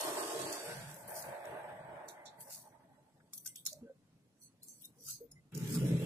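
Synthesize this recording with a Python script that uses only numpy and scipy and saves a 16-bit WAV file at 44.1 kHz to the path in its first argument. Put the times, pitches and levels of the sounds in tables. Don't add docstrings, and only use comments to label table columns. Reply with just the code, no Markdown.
import sys
import numpy as np
from scipy import signal
from scipy.fft import rfft, irfft, next_fast_len
from scipy.io import wavfile
from scipy.ndimage import uniform_filter1d

SR = 44100
rng = np.random.default_rng(int(sys.argv[2]) if len(sys.argv) > 2 else 0)


def wav_out(sig):
    wavfile.write(sys.argv[1], SR, np.round(np.clip(np.atleast_2d(sig).T, -1, 1) * 32767).astype(np.int16))


def linear_from_db(decibels):
    return 10 ** (np.asarray(decibels, float) / 20)


N = 266805
T = np.arange(N) / SR
M = next_fast_len(N + SR // 4)
F = np.maximum(np.fft.rfftfreq(M, 1 / SR), 1)
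CUT_S = 5.518


def curve(table, off_db=-130):
    s, *columns = np.transpose(table)
    out = [np.interp(T, s, c) for c in columns]
    outside = (T < s[0]) | (T > s[-1] + 1 / SR)
    out[0] = np.where(outside, off_db, out[0])
    return out


def on_log(points):
    hz, value = np.transpose(points)
    return np.interp(np.log(F), np.log(hz), value)


def shape(x, gain):
    y = irfft(rfft(x, M) * gain, M)[..., :N]
    return y / np.sqrt(np.mean(y ** 2))


def resonances(peaks):
    total = 0
    for k, (hz, width_hz, db) in enumerate(peaks):
        detune = (F / hz - hz / F) * hz / width_hz
        total = total + (-1) ** k * linear_from_db(db) / (1 + 1j * detune)
    return total


def swells(s, db, rise_s, fall_s):
    roundness = 1.11
    power = np.full((len(db), N), 1e-13)
    for s, rise_s, fall_s, *db in np.broadcast(s, rise_s, fall_s, *db):
        first_s = max(s - 2.5 * rise_s, CUT_S * (s > CUT_S))
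        span = slice(int(first_s * SR), int((s + 2.5 * fall_s) * SR))
        age = T[span] - s
        skirt_db = -20 * np.maximum(age / fall_s, -age / rise_s) ** roundness
        power[:, span] += (linear_from_db(np.c_[db]) * linear_from_db(skirt_db)) ** 2
    return np.sqrt(power)


# freq_hz, likeness
LIKENESS = [(60, 1), (300, 0.95), (700, 0.69), (1500, 0.29), (5000, 0.11), (15000, 0.096)]


def noise():
    like = np.clip(on_log(LIKENESS), 0, 1)
    pair = rng.standard_normal((2, N))
    mid, side = rfft(pair, M) * np.sqrt([1 + like, 1 - like])
    return irfft(np.array([mid + side, mid - side]) / 2 ** .5, M)[:, :N]


def room(x, t60_s, wet_db):
    tail = noise()[:, :SR // 2] * linear_from_db(-60 * T[:SR // 2] / t60_s)
    tail = tail / np.sqrt(np.sum(tail[0] ** 2))
    wet = signal.fftconvolve(np.atleast_2d(x), tail, axes=1)[:, :N]
    return x + linear_from_db(wet_db) * wet


def patchy(x, patchy_db, hold, span):
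    t, z = signal.stft(x, SR, nperseg=512)[1:]
    shared, differing = rng.standard_normal((2,) + z.shape[1:]) * [[[1]], [[.45]]]
    chance = np.array([shared + differing, shared - differing])
    chance = chance[:, np.arange(z.shape[1]) // span]
    chance = chance[:, :, np.arange(z.shape[2]) // int(hold)]
    depth_db = np.interp(t, T, patchy_db + 0 * T)
    gain = linear_from_db(depth_db * uniform_filter1d(chance, size=4, axis=2))
    return signal.istft(z * gain, nperseg=512)[1][:, :N]


def firing(rate, jitter, scatter_db):
    chance = rng.standard_normal((400, 2))
    turns = np.cumsum(np.interp(T, *np.transpose(rate))) / SR
    edges = np.arange(400) + jitter * chance[:, 0]
    cycle = np.searchsorted(edges, turns)
    size = linear_from_db(scatter_db * chance[cycle, 1])
    pulses = size * (np.diff(cycle, prepend=cycle[0]) > 0)
    return pulses, size, np.maximum(turns - edges[cycle - 1], 0)


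# peak_s, tear_db, rise_s_per_20db, fall_s_per_20db, pressure_rel_db
STROKES = [(.4, -63.5, 4, 0.73, 14.5), (0.239, -44.5, 0.43, -0.06, 3), (1.169, -48, 0.04, 0.15, 0.2),
           (1.47, -69, 0.06, 0.15, -12), (2.061, -78, 0.15, 0.4, -14), (2.413, -53.5, 0.028, 0.07, -4.5),
           (2.534, -50, 0.08, 0.12, 0), (3.6, -64.5, 0.14, 0.07, -9), (4.849, -63, 0.16, 0.06, -1.5),
           (5.018, -71, 0.01, 0.18, -10), (5.105, -46.5, 0.0866, 0.07, 1), (5.746, -47, 0.13, .09, 4.5),
           (5.875, -54.5, 0.3, 0.14, 0.5), (6.05, -57.5, 0.3, .1, 2.5)]
# peak_s, tear_db, rise_s_per_20db, fall_s_per_20db, pressure_rel_db
SQUEAKS = [
    (1.47, -70.5, -0.2, 0.3, 14),
    (3.464, -52, 0.0046, 0.06, -6),
    (4.441, -68, 0.05, 0, -6),
    (4.692, -60, 0.045, 0.08, -10),
    (5.119, -56.5, 0.0647, 0.07, 2),
]
# peak_s, tear_db, fall_s_per_20db, pressure_rel_db
CATCHES = [(0.013, -40.5, 0, 10), (0.526, -52, 0.06, 10), (1.08, -50.5, 0.21, -12), (2.084, -59, 0.06, 4.5),
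           (2.259, -77, 0.05, 24), (3.337, -49.5, 0.05, -5), (3.353, -58, 0.19, -10),
           (3.562, -57, 0.05, -2), (3.665, -41, 0.0161, 8), (3.682, -52.5, 0.08, 5.5),
           (4.632, -59, 0.06, 2), (5.524, -64, 0, -2), (5.547, -59.5, 0.35, 5)]
# freq_hz, density_db_per_hz
FOAM = [(590, -57), (1000, -14), (1570, -16.5), (1720, -12.5), (2760, -9), (3320, -3), (3600, -2.5),
        (4140, -5), (5340, -4), (7120, -3), (7810, -8.5), (13800, -16), (15800, -23.5)]
# freq_hz, width_hz, level_db
STEEL = [(4505, 150, -3.5), (5987, 320, 3), (7940, 380, 2), (8710, 110, 6), (10560, 470, 0),
         (11000, 100, -2)]


def blade():
    stroke_ring_db, squeak_ring_db, catch_ring_db = -4, 7.5, -7
    catch_rise_s = 0.0067
    edge_hz, under_share = 4070, 0.13
    rows = [row + (stroke_ring_db,) for row in STROKES]
    rows += [row + (squeak_ring_db,) for row in SQUEAKS]
    rows += [(s, db, catch_rise_s, fall_s, low_db, catch_ring_db) for s, db, fall_s, low_db in CATCHES]
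    s, db, rise_s, fall_s, low_db, ring_db = np.transpose(rows)
    levels = swells(s, [db, db + low_db, db + ring_db], rise_s, fall_s)
    force, deep, free = uniform_filter1d(levels, size=60)
    crack_size = linear_from_db(2.74 * np.minimum(rng.exponential(size=N), 1.7))
    cracks = (rng.random(N) < 2500 / SR) * crack_size
    tear = (0.43 + 9 * uniform_filter1d(cracks, size=40)) * noise()
    foam = linear_from_db(on_log(FOAM))
    share = np.clip((F - 7500) / 2000, 0, 1)
    thinning = under_share + 1 / (1 + (edge_hz / F) ** 14)
    high = shape(tear, foam * share)
    low = shape(tear, foam * (1 - share) * thinning)
    ring = patchy(shape(tear, resonances(STEEL) ** 1.6), 3.5, hold=16, span=6)
    ring_weight = (np.maximum(force, linear_from_db(-72.0)) / linear_from_db(-58.5)) ** -.23
    sound = 1.12 * force * high + linear_from_db(-3.0) * deep * low + linear_from_db(-4.0) * free * ring_weight * ring
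    return patchy(room(sound, .12, -8), 2.2, hold=12, span=4)


# freq_hz, width_hz, level_db
CHAIN = [(1130, 180, -9.5), (1484, 207, 2), (1830, 406, 0.5), (2273, 500, -5), (3150, 1220, -13.5)]
# freq_hz, width_hz, level_db
TYRES = [(2400, 650, 0.5), (3350, 970, -3.5)]


def chain_and_tyres(puffs):
    chain = shape(puffs * noise(), resonances(CHAIN) ** 1.08 / (1 + (F / 3700) ** 6))
    tread = np.sqrt(sum(np.abs(resonances([peak])) ** 4 for peak in TYRES))
    tyres_db = -9.5 - np.minimum(35 * np.maximum(T - 1.64, 0), 12)
    return chain + linear_from_db(tyres_db) * shape(puffs * noise(), tread)


# freq_hz, density_db_per_hz
AIR = [(2600, -6), (3500, -6.5), (5000, -7), (6500, -13), (7600, -6), (8300, -0.5), (9200, -6.5),
       (10500, -8), (11600, -6), (12600, -13.5), (15000, -30)]
# freq_hz, change_db
AIR_FAR = [(2600, -3), (3900, 1), (4600, 0), (7300, -1), (8100, 4), (9200, -2), (11500, 2.5), (15000, 6)]


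def air_hiss(puffs, gone):
    whine = linear_from_db(-8) * shape(noise(), resonances([(4640, 35, 0)]) ** 2)
    whine = whine * np.clip(np.minimum(.1 + 1.6 * T, (1.0 - T) / .35), 0, 1)
    air = shape((0.72 + puffs) * noise(), linear_from_db(on_log(AIR)) * (F > 2500))
    far = irfft(rfft(air, M) * linear_from_db(on_log(AIR_FAR)), M)[:, :N]
    air = (1 - gone) * air + gone * far
    return patchy(air, np.interp(T, [.6, 1.3], [2.5, 5]), hold=10, span=2) + whine


# start_s, exhaust_db
LEAVING = [(0.0, -41), (0.13, -45), (0.41, -47), (0.75, -53), (0.95, -59.5), (1.04, -56.5), (1.15, -49),
           (1.4, -51.5), (1.6, -49.5), (1.86, -52.5), (2.05, -53), (2.16, -58), (2.4, -65.5), (2.75, -72),
           (3.21, -84.5), (3.4, -92)]
# start_s, rate_hz
LEAVING_HZ = [(0, 30.09), (.5, 25.95), (2, 24.38), (3.4, 22.84)]
# freq_hz, width_hz, level_db
CASE = [(303.6, 104, -3), (398.4, 73, 0.5), (470, 50, -1), (1065, 48, -2), (1243, 37, -5)]
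# freq_hz, width_hz, level_db
EXHAUST = [(611, 158, 1.5), (760, 94, 5), (812, 237, 0.5)]
# peak_s, level_db
GAPS = [
    (.925, -61),
    (1.16, -58),
    (1.285, -65),
    (1.53, -53.5),
    (1.89, -58.5),
    (2.07, -58.5),
]


def leaving_bike():
    corner_s, corner_length_s = 0.67, 0.34
    tail_late_s, tail_length_s = 0.26, .13
    case_db, case_hidden_db, case_opens_s = 0.8, -15.5, 0.06
    beat_hidden = 0.46
    gap_s = 0.079
    db = curve(LEAVING)[0]
    hidden = np.clip((T - corner_s) / corner_length_s + .5, 0, 1)
    gone = np.clip((T - corner_s - tail_late_s) / tail_length_s + .5, 0, 1)
    case_db = case_db + hidden * (case_hidden_db - case_db) - 20 * np.exp(-T / case_opens_s * 2)
    chain_db = (1 - gone) * (-50 - 7 * T - db) + gone * -7
    air_db = np.maximum(-41.5 - 13.5 * T + gone * -13.5, -89.5)
    air_db = np.minimum(air_db, db)
    pulses, size, phase = firing(LEAVING_HZ, jitter=0.0639, scatter_db=1.5)
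    puffs = size * (2.12 + 0.83 * np.exp(-phase / 0.083))
    beat = 1.03 * (1 - hidden * (1 - beat_hidden)) * shape(room(pulses, 0.33, 8.9), 1)
    gas = beat + puffs * noise()
    case = shape(gas, resonances(CASE) ** 2)
    upper = shape(gas, resonances([(850, 152, 0)]) ** 2)
    exhaust = shape(gas, resonances(EXHAUST) ** 2) + linear_from_db(-13 + 4 * T) * upper
    peak_s, gap_db = np.transpose(GAPS)
    gaps = swells(peak_s, [gap_db], gap_s, gap_s)[0]
    low = exhaust + np.hypot(linear_from_db(case_db), gaps / linear_from_db(db)) * case
    low = low + linear_from_db(chain_db) * chain_and_tyres(puffs)
    depth_db = np.interp(T, [2.1, 2.7], [2.3, 5.5])
    return linear_from_db(db) * patchy(low, depth_db, hold=8, span=1) + linear_from_db(air_db) * air_hiss(puffs, gone)


# freq_hz, density_db_per_hz
STREET = [(15, -52), (25, -29), (64, -28), (95, -45), (117, -53), (141, -6.5), (219, -7.5), (270, -4),
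          (380, -19.5), (411, -13.5), (1230, -28.5), (10500, -32.5), (13000, -38)]
# peak_s, level_db
RUMBLE = [(.09, -63), (.43, -54.5), (.8, -52.5), (1.04, -56), (1.27, -55.5), (1.5, -59.5), (1.75, -55.5),
          (1.91, -58), (2.85, -66), (3.83, -61), (4.11, -67), (4.53, -70), (4.95, -67.5), (5.199, -69),
          (5.33, -68), (5.46, -68.5)]


def street():
    street_db, rumble_db = -64.5, -71
    rise_s, fall_s = 0.16, 0.19
    floor = linear_from_db(street_db - 10.5) * shape(noise(), linear_from_db(on_log(STREET)) * (F < 13000))
    peak_s, db = np.transpose(RUMBLE)
    level = np.hypot(linear_from_db(rumble_db), swells(peak_s, [db], rise_s, fall_s)[0])
    drone = shape(noise(), resonances([(143.6, 51, 5.5), (95.0, 106, -9.5)]))
    rumble = level * linear_from_db(-3.0) * drone
    return patchy(floor, 3.66, hold=7.8, span=1) + patchy(rumble, 3.45, hold=10, span=3)


# start_s, length_s, freq_hz, width_hz, level_db
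RINGS = [(0.58, 0.3, 4640, 53, -65), (1.14, 0.98, 8220, 300, -76), (1.27, 0.55, 11200, 900, -74.5),
         (1.38, 0.67, 13900, 2000, -83.5), (2.08, .04, 6000, 500, -62), (2.084, 0.035, 3840, 480, -64),
         (2.256, 0.047, 3900, 820, -57.5), (2.253, 0.04, 5870, 440, -68), (3.331, 0.0079, 2200, 400, -71),
         (3.333, 0.0086, 3630, 330, -63), (3.345, 0.068, 9900, 200, -68), (3.367, 0.052, 6000, 300, -63.5),
         (3.455, 0.043, 5860, 298, -56), (3.457, 0.024, 3300, 200, -70), (3.662, 0.01, 2140, 580, -63),
         (3.662, .06, 4100, 780, -55), (3.56, 0.064, 3460, 540, -65), (4.412, 0.08, 4340, 150, -69.5),
         (4.412, 0.042, 5970, 240, -72), (4.43, 0.062, 6280, 121.5, -70), (4.434, 0.058, 7810, 91, -69),
         (4.406, 0.087, 9600, 200, -66.5), (4.618, 0.025, 4170, 200, -68.5), (4.664, 0.076, 4800, 140, -93),
         (4.672, 0.081, 6360, 300, -62), (4.63, 0.16, 8700, 300, -69), (4.81, 0.095, 4100, 170, -79),
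         (4.812, 0.038, 11600, 1700, -64), (4.983, 0.1, 5920, 500, -68), (5.046, 0.15, 4840, 470, -59),
         (5.094, 0.091, 4400, 240, -63), (5.071, 0.12, 6400, 380, -55.5), (5.314, 0.012, 5360, 350, -62),
         (5.314, 0.013, 6800, 360, -65), (5.311, .015, 8700, 400, -66.5), (5.738, 0.065, 1230, 340, -58.5),
         (0.74, 0.034, 4600, 770, -64), (5.31, 0.025, 10500, 460, -63.5), (5.2, 0.078, 13600, 400, -70),
         (4.41, 0.062, 12500, 2300, -72)]
# start_s, length_s, freq_hz, width_hz, level_db
OPENINGS = [
    (0, 0.4, 1080, 250, -52.5),
    (.5, 0.53, 1570, 120, -59),
    (.67, 0.32, 145.7, 45.3, -54.5),
    (0.717, 0.25, 45, 40, -73.5),
    (5.148, 0.45, 55, 40, -79),
    (5.3, .2, 150, 60, -67),
    (5.597, 0.39, 55, 40, -66),
]
# start_s, length_s, freq_hz, width_hz,
# level_db
BODY_BANDS = [(0.894, 0.21, 10400, 5000, -62), (3.47, 0.046, 3280, 870, -71.5), (3.33, .012, 1180, 450, -69),
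              (3.456, .016, 2700, 1200, -68), (3.2, 0.016, 1500, 500, -70), (3.474, 0.015, 2900, 910, -70),
              (3.553, 0.022, 3200, 1000, -65), (3.37, .03, 3360, 400, -73.5), (3.66, 0.04, 1300, 490, -72),
              (5.07, 0.085, 3000, 630, -71), (2.49, 0.098, 2460, 1100, -72.5), (2.4, .03, 3010, 780, -73),
              (4.81, 0.066, 3470, 1000, -72.5)]


def rings():
    source, out = noise(), np.zeros((2, N))
    for s, length_s, hz, width_hz, db in RINGS + OPENINGS + BODY_BANDS:
        span = slice(int(s * SR), int((s + length_s) * SR))
        edges_hz = [hz - width_hz / 2, hz + width_hz / 2]
        sos = signal.butter(2, edges_hz, "band", fs=SR, output="sos")
        band = signal.sosfilt(sos, source[:, span])
        band = band / np.sqrt(np.mean(band ** 2))
        age = np.clip((T[span] - s) / length_s, 0, 1)
        out[:, span] += linear_from_db(db + 2.5) * np.sin(np.pi * age ** 0.62) * band
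    return room(out, 0.23, -9.5)


# start_s, peak_db, top_rel_db, left_minus_right_db, length_ms
SNAPS = [(0.009, -42.5, -9, -24, 3.3), (0.416, -42, -11.5, -16, 3.5), (0.526, -39, -10, -8, 3.5),
         (.9, -56, -2, -9, 3), (0.913, -50, -2, -6, 3), (.942, -49, 5, -3, 3.5), (.964, -53, 5, 2, 3.4),
         (1.104, -50.5, -4, -3, 3.3), (1.153, -45, -5, 2, 4.4), (5.065, -43, -2, 2, 3),
         (3.448, -50.5, 3, 4, 3.4), (1.2231, -38.5, -14, -3, 4), (1.4526, -52, -5.5, 8, 4.3),
         (2.0864, -41.5, -23, 0, 2.8), (2.2555, -48, -24, 4, 1.1), (2.404, -53, 9, -3, 8.0),
         (2.506, -45, -1, 2, 2.7), (2.523, -42, -3, 2, 3.9), (2.548, -46, -1, 9, 3),
         (3.333, -39.5, -3, 0, 6.2), (3.375, -43.5, 4, 0.5, 7.3), (3.4582, -38.5, -3, 10.5, 9.0),
         (3.475, -36, -7, -6.5, 2.5), (3.557, -41.5, -1.5, 2, 5.2), (3.653, -38.5, 1, -6, 2.7),
         (3.6639, -21.5, -10, 4, 1.47), (3.67, -26.5, -10, 4, 2.4), (3.729, -39.5, -9, 2, 3.7),
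         (4.6308, -57, 5, 11, 4.1), (4.684, -49, 0, 12, 2.5), (4.854, -51, 2, 0, 2.7),
         (4.82, -62, 12.5, 8, 3.6), (4.846, -54, 4, 8, 11), (5.006, -59, -1, 10, 4.6),
         (5.086, -40.5, -6, 17, 3.2), (5.316, -60.5, -1, 16, 2.8), (5.5494, -36.5, -10, -2, 3),
         (5.575, -39, -2, 2, 4)]


def snaps():
    body_db = -29.5
    click_share, click_hz = 0.5, 6580
    bands = []
    for hz, width_hz in ((1900, 4100), (6480, 5800), (11200, 4300)):
        low_cut = 1 + (0.53 * hz / F) ** 8
        bands.append(shape(noise(), resonances([(hz, width_hz, 0)]) ** 3 / low_cut))
    out = np.zeros((2, N))
    age = T[:SR // 25]
    click = click_share * np.sin(2 * np.pi * click_hz * age) * np.exp(-age * 900)
    for s, db, top_db, pan_db, length_ms in SNAPS:
        attack = 1 - np.exp(-age * 1900 / length_ms)
        burst = 2.2 * attack * np.exp(-(age * 1000 / length_ms) ** 1.7)
        i = int(s * SR)
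        span = slice(i, i + len(age))
        colour = sum(linear_from_db(g) * b[:, span] for g, b in zip((body_db, 0, top_db), bands))
        colour = colour + (1.1 / length_ms) ** 2 * click
        port_db = db - 5.0 + np.array([[pan_db], [-pan_db]]) / 2
        out[:, span] += linear_from_db(port_db) * burst * colour
    return room(out, 0.22, -15.5)


# start_s, pitch_hz, length_s, level_db
LEAKS = [(0.616, 470, 0.17, -56.5), (2.785, 600, 0.031, -76), (2.165, 2035, 0.097, -71),
         (2.501, 1456, 0.046, -75), (2.911, 838, 0.025, -70), (3.058, 865, 0.032, -75),
         (3.457, 1570, 0.013, -64), (3.47, 2060, 0.087, -79), (3.718, 613, 0.054, -60.5),
         (3.763, 603, 0.021, -65.5), (3.787, 605, 0.021, -69), (3.811, 235.3, 0.055, -57),
         (3.827, 470, 0.04, -61), (3.856, 1537, 0.067, -77), (3.857, 561, 0.046, -67.5),
         (3.896, 540, 0.027, -55.5), (4.838, 3770, 0.027, -61.5), (4.966, 476, 0.09, -75),
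         (5.07, 1460, .01, -76), (5.081, 1286, 0.0093, -65.5), (5.093, 1420, .01, -69),
         (5.104, 1380, .008, -79), (5.115, 1380, .012, -84), (5.203, 467, 0.06, -55.5),
         (2.978, 850, 0.025, -79), (5.311, 5280, 0.035, -75.5), (5.354, 2040, 0.056, -75),
         (5.719, 240.8, 0.088, -46), (5.768, 151.6, 0.08, -41), (5.872, 172, .13, -38.5),
         (5.622, 135.6, 0.042, -54), (5.73, 133, 0.071, -48), (5.835, 136, 0.075, -49),
         (6.015, 150.5, 0.049, -45), (6.008, 430, 0.052, -51)]


def leaks():
    wander_hz = 12.04
    out = np.zeros(N)
    steps = uniform_filter1d(rng.standard_normal(N), size=150)
    wander = np.cumsum(steps) * np.sqrt(wander_hz / SR / (2 * np.pi))
    for (s, hz, length_s, db), turn in zip(LEAKS, rng.random((len(LEAKS), 2))):
        span = slice(int(s * SR), int((s + length_s) * SR))
        age = np.clip((T[span] - s) / length_s, 0, 1)
        waver = 1 + 0.3 * np.sin(2 * np.pi * (38 * T[span] + turn[0]))
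        tone = np.sin(2 * np.pi * (hz * T[span] + turn[1] + wander[span]))
        out[span] += linear_from_db(db + 8.5) * np.sin(np.pi * age ** 0.66) * waver * tone
    return room(out, 0.14, -8.0)


# start_s, throb_db
NEAR = [
    (5.515, -76),
    (5.525, -46.5),
    (5.647, -37.5),
    (5.739, -36),
    (5.939, -34.5),
    (5.995, -37),
    (6.05, -34),
]
# start_s, rate_hz
NEAR_HZ = [(5.5, 33.15), (5.8, 33.52), (5.95, 34.66), (6.05, 34.97)]
# freq_hz, width_hz, level_db
PIPE = [(130, 28.8, -0.5), (172, 28.9, 1.5), (236, 30, -2.5), (295.6, 55, -6), (438, 66, -8.5)]
# freq_hz, width_hz, level_db
RASP = [(540, 300, 5), (662, 260, 1)]
# freq_hz, density_db_per_hz
ROAD = [(700, -10), (850, 13), (1050, 5), (1350, 11.5), (2000, 11), (3000, 12), (4000, 7.5)]


def near_bike():
    road_db, road_share = -55.5, 0.73
    rasp_db, rasp_open_db, opens_s = -26, -16, 5.82
    db = curve(NEAR)[0]
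    road_db = road_db + 35.5 - (1 - road_share) * (db + 34.0)
    rasp_db = rasp_db + (rasp_open_db - rasp_db) * np.clip((T - opens_s) / 0.075 + .5, 0, 1)
    pulses, size, phase = firing(NEAR_HZ, jitter=.07, scatter_db=2.5)
    gas = shape(room(pulses, .4, 2), 1) + .8 * size * noise()
    throb = shape(gas, resonances(PIPE) ** 1.46 / (1 + (F / 560) ** 6))
    rasp = shape(gas, resonances(RASP) ** 2 / (1 + (F / 760) ** 8))
    rush = (5.6 + np.exp(-phase / 0.66)) * noise()
    road = shape(rush, linear_from_db(on_log(ROAD)) * (F > 700) * (F < 4200))
    road = (T > NEAR[0][0]) * patchy(road, 3, hold=12, span=1)
    return linear_from_db(db) * (throb + linear_from_db(rasp_db) * rasp + linear_from_db(road_db) * road)


def scene():
    return blade() + leaving_bike() + street() + rings() + snaps() + leaks() + near_bike()


# freq_hz, left_minus_right_db
PORTS = [(60, -0.5), (110, 1), (200, -1), (380, 1.5), (700, -2.5), (1290, 0), (2380, 0.0), (4400, -1.5),
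         (8120, -5), (15000, 13.5)]


def through_ports(dry):
    lag_s = .00014
    tilt = linear_from_db(on_log(PORTS) / 2)
    gain = np.array([tilt * np.exp(-2j * np.pi * F * lag_s), 1 / tilt]) * (F < 15830)
    return irfft(rfft(dry, M) * gain, M)[:, :N]


def drop_masked(x, mask_db, busy_db, top_db, under_db):
    hz, _, z = signal.stft(x, SR, nperseg=1024)
    power = np.sum(np.abs(z) ** 2, axis=0) + 1e-18
    smooth = uniform_filter1d(uniform_filter1d(power, size=3, axis=1), size=5, axis=0)
    band_db = 10 * np.log10(smooth)
    around_db = uniform_filter1d(band_db, size=41, axis=0)
    busy = 10 * np.log10(power[hz > 350].sum(axis=0)) > busy_db
    luck = rng.standard_normal(power.shape)
    luck = luck[np.arange(len(hz)) // 5][:, np.arange(len(busy)) // 5]
    hz = hz[:, None]
    limit_db = mask_db + 1.7 * np.exp(-((hz - 4400) / 1500) ** 2)
    weak = band_db - around_db + 3.0 * luck < limit_db
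    starved = weak & busy & (hz > 2600)
    total_db = 10 * np.log10(uniform_filter1d(power.sum(axis=0), size=5))
    faint = around_db + 3.0 * luck < np.maximum(top_db, total_db - under_db)
    faint = faint & (hz > 12800)
    return signal.istft(z * ~(starved | faint), nperseg=1024)[1][:, :N]


def low_pass(x):
    return signal.sosfilt(signal.butter(12, 16230, fs=SR, output="sos"), x)


def record(dry):
    heard = through_ports(dry)
    mix = drop_masked(heard, mask_db=-3.0, busy_db=-74.0, top_db=-105, under_db=46.0)
    return low_pass(mix)


dry = scene()
out = record(dry)
wav_out(out)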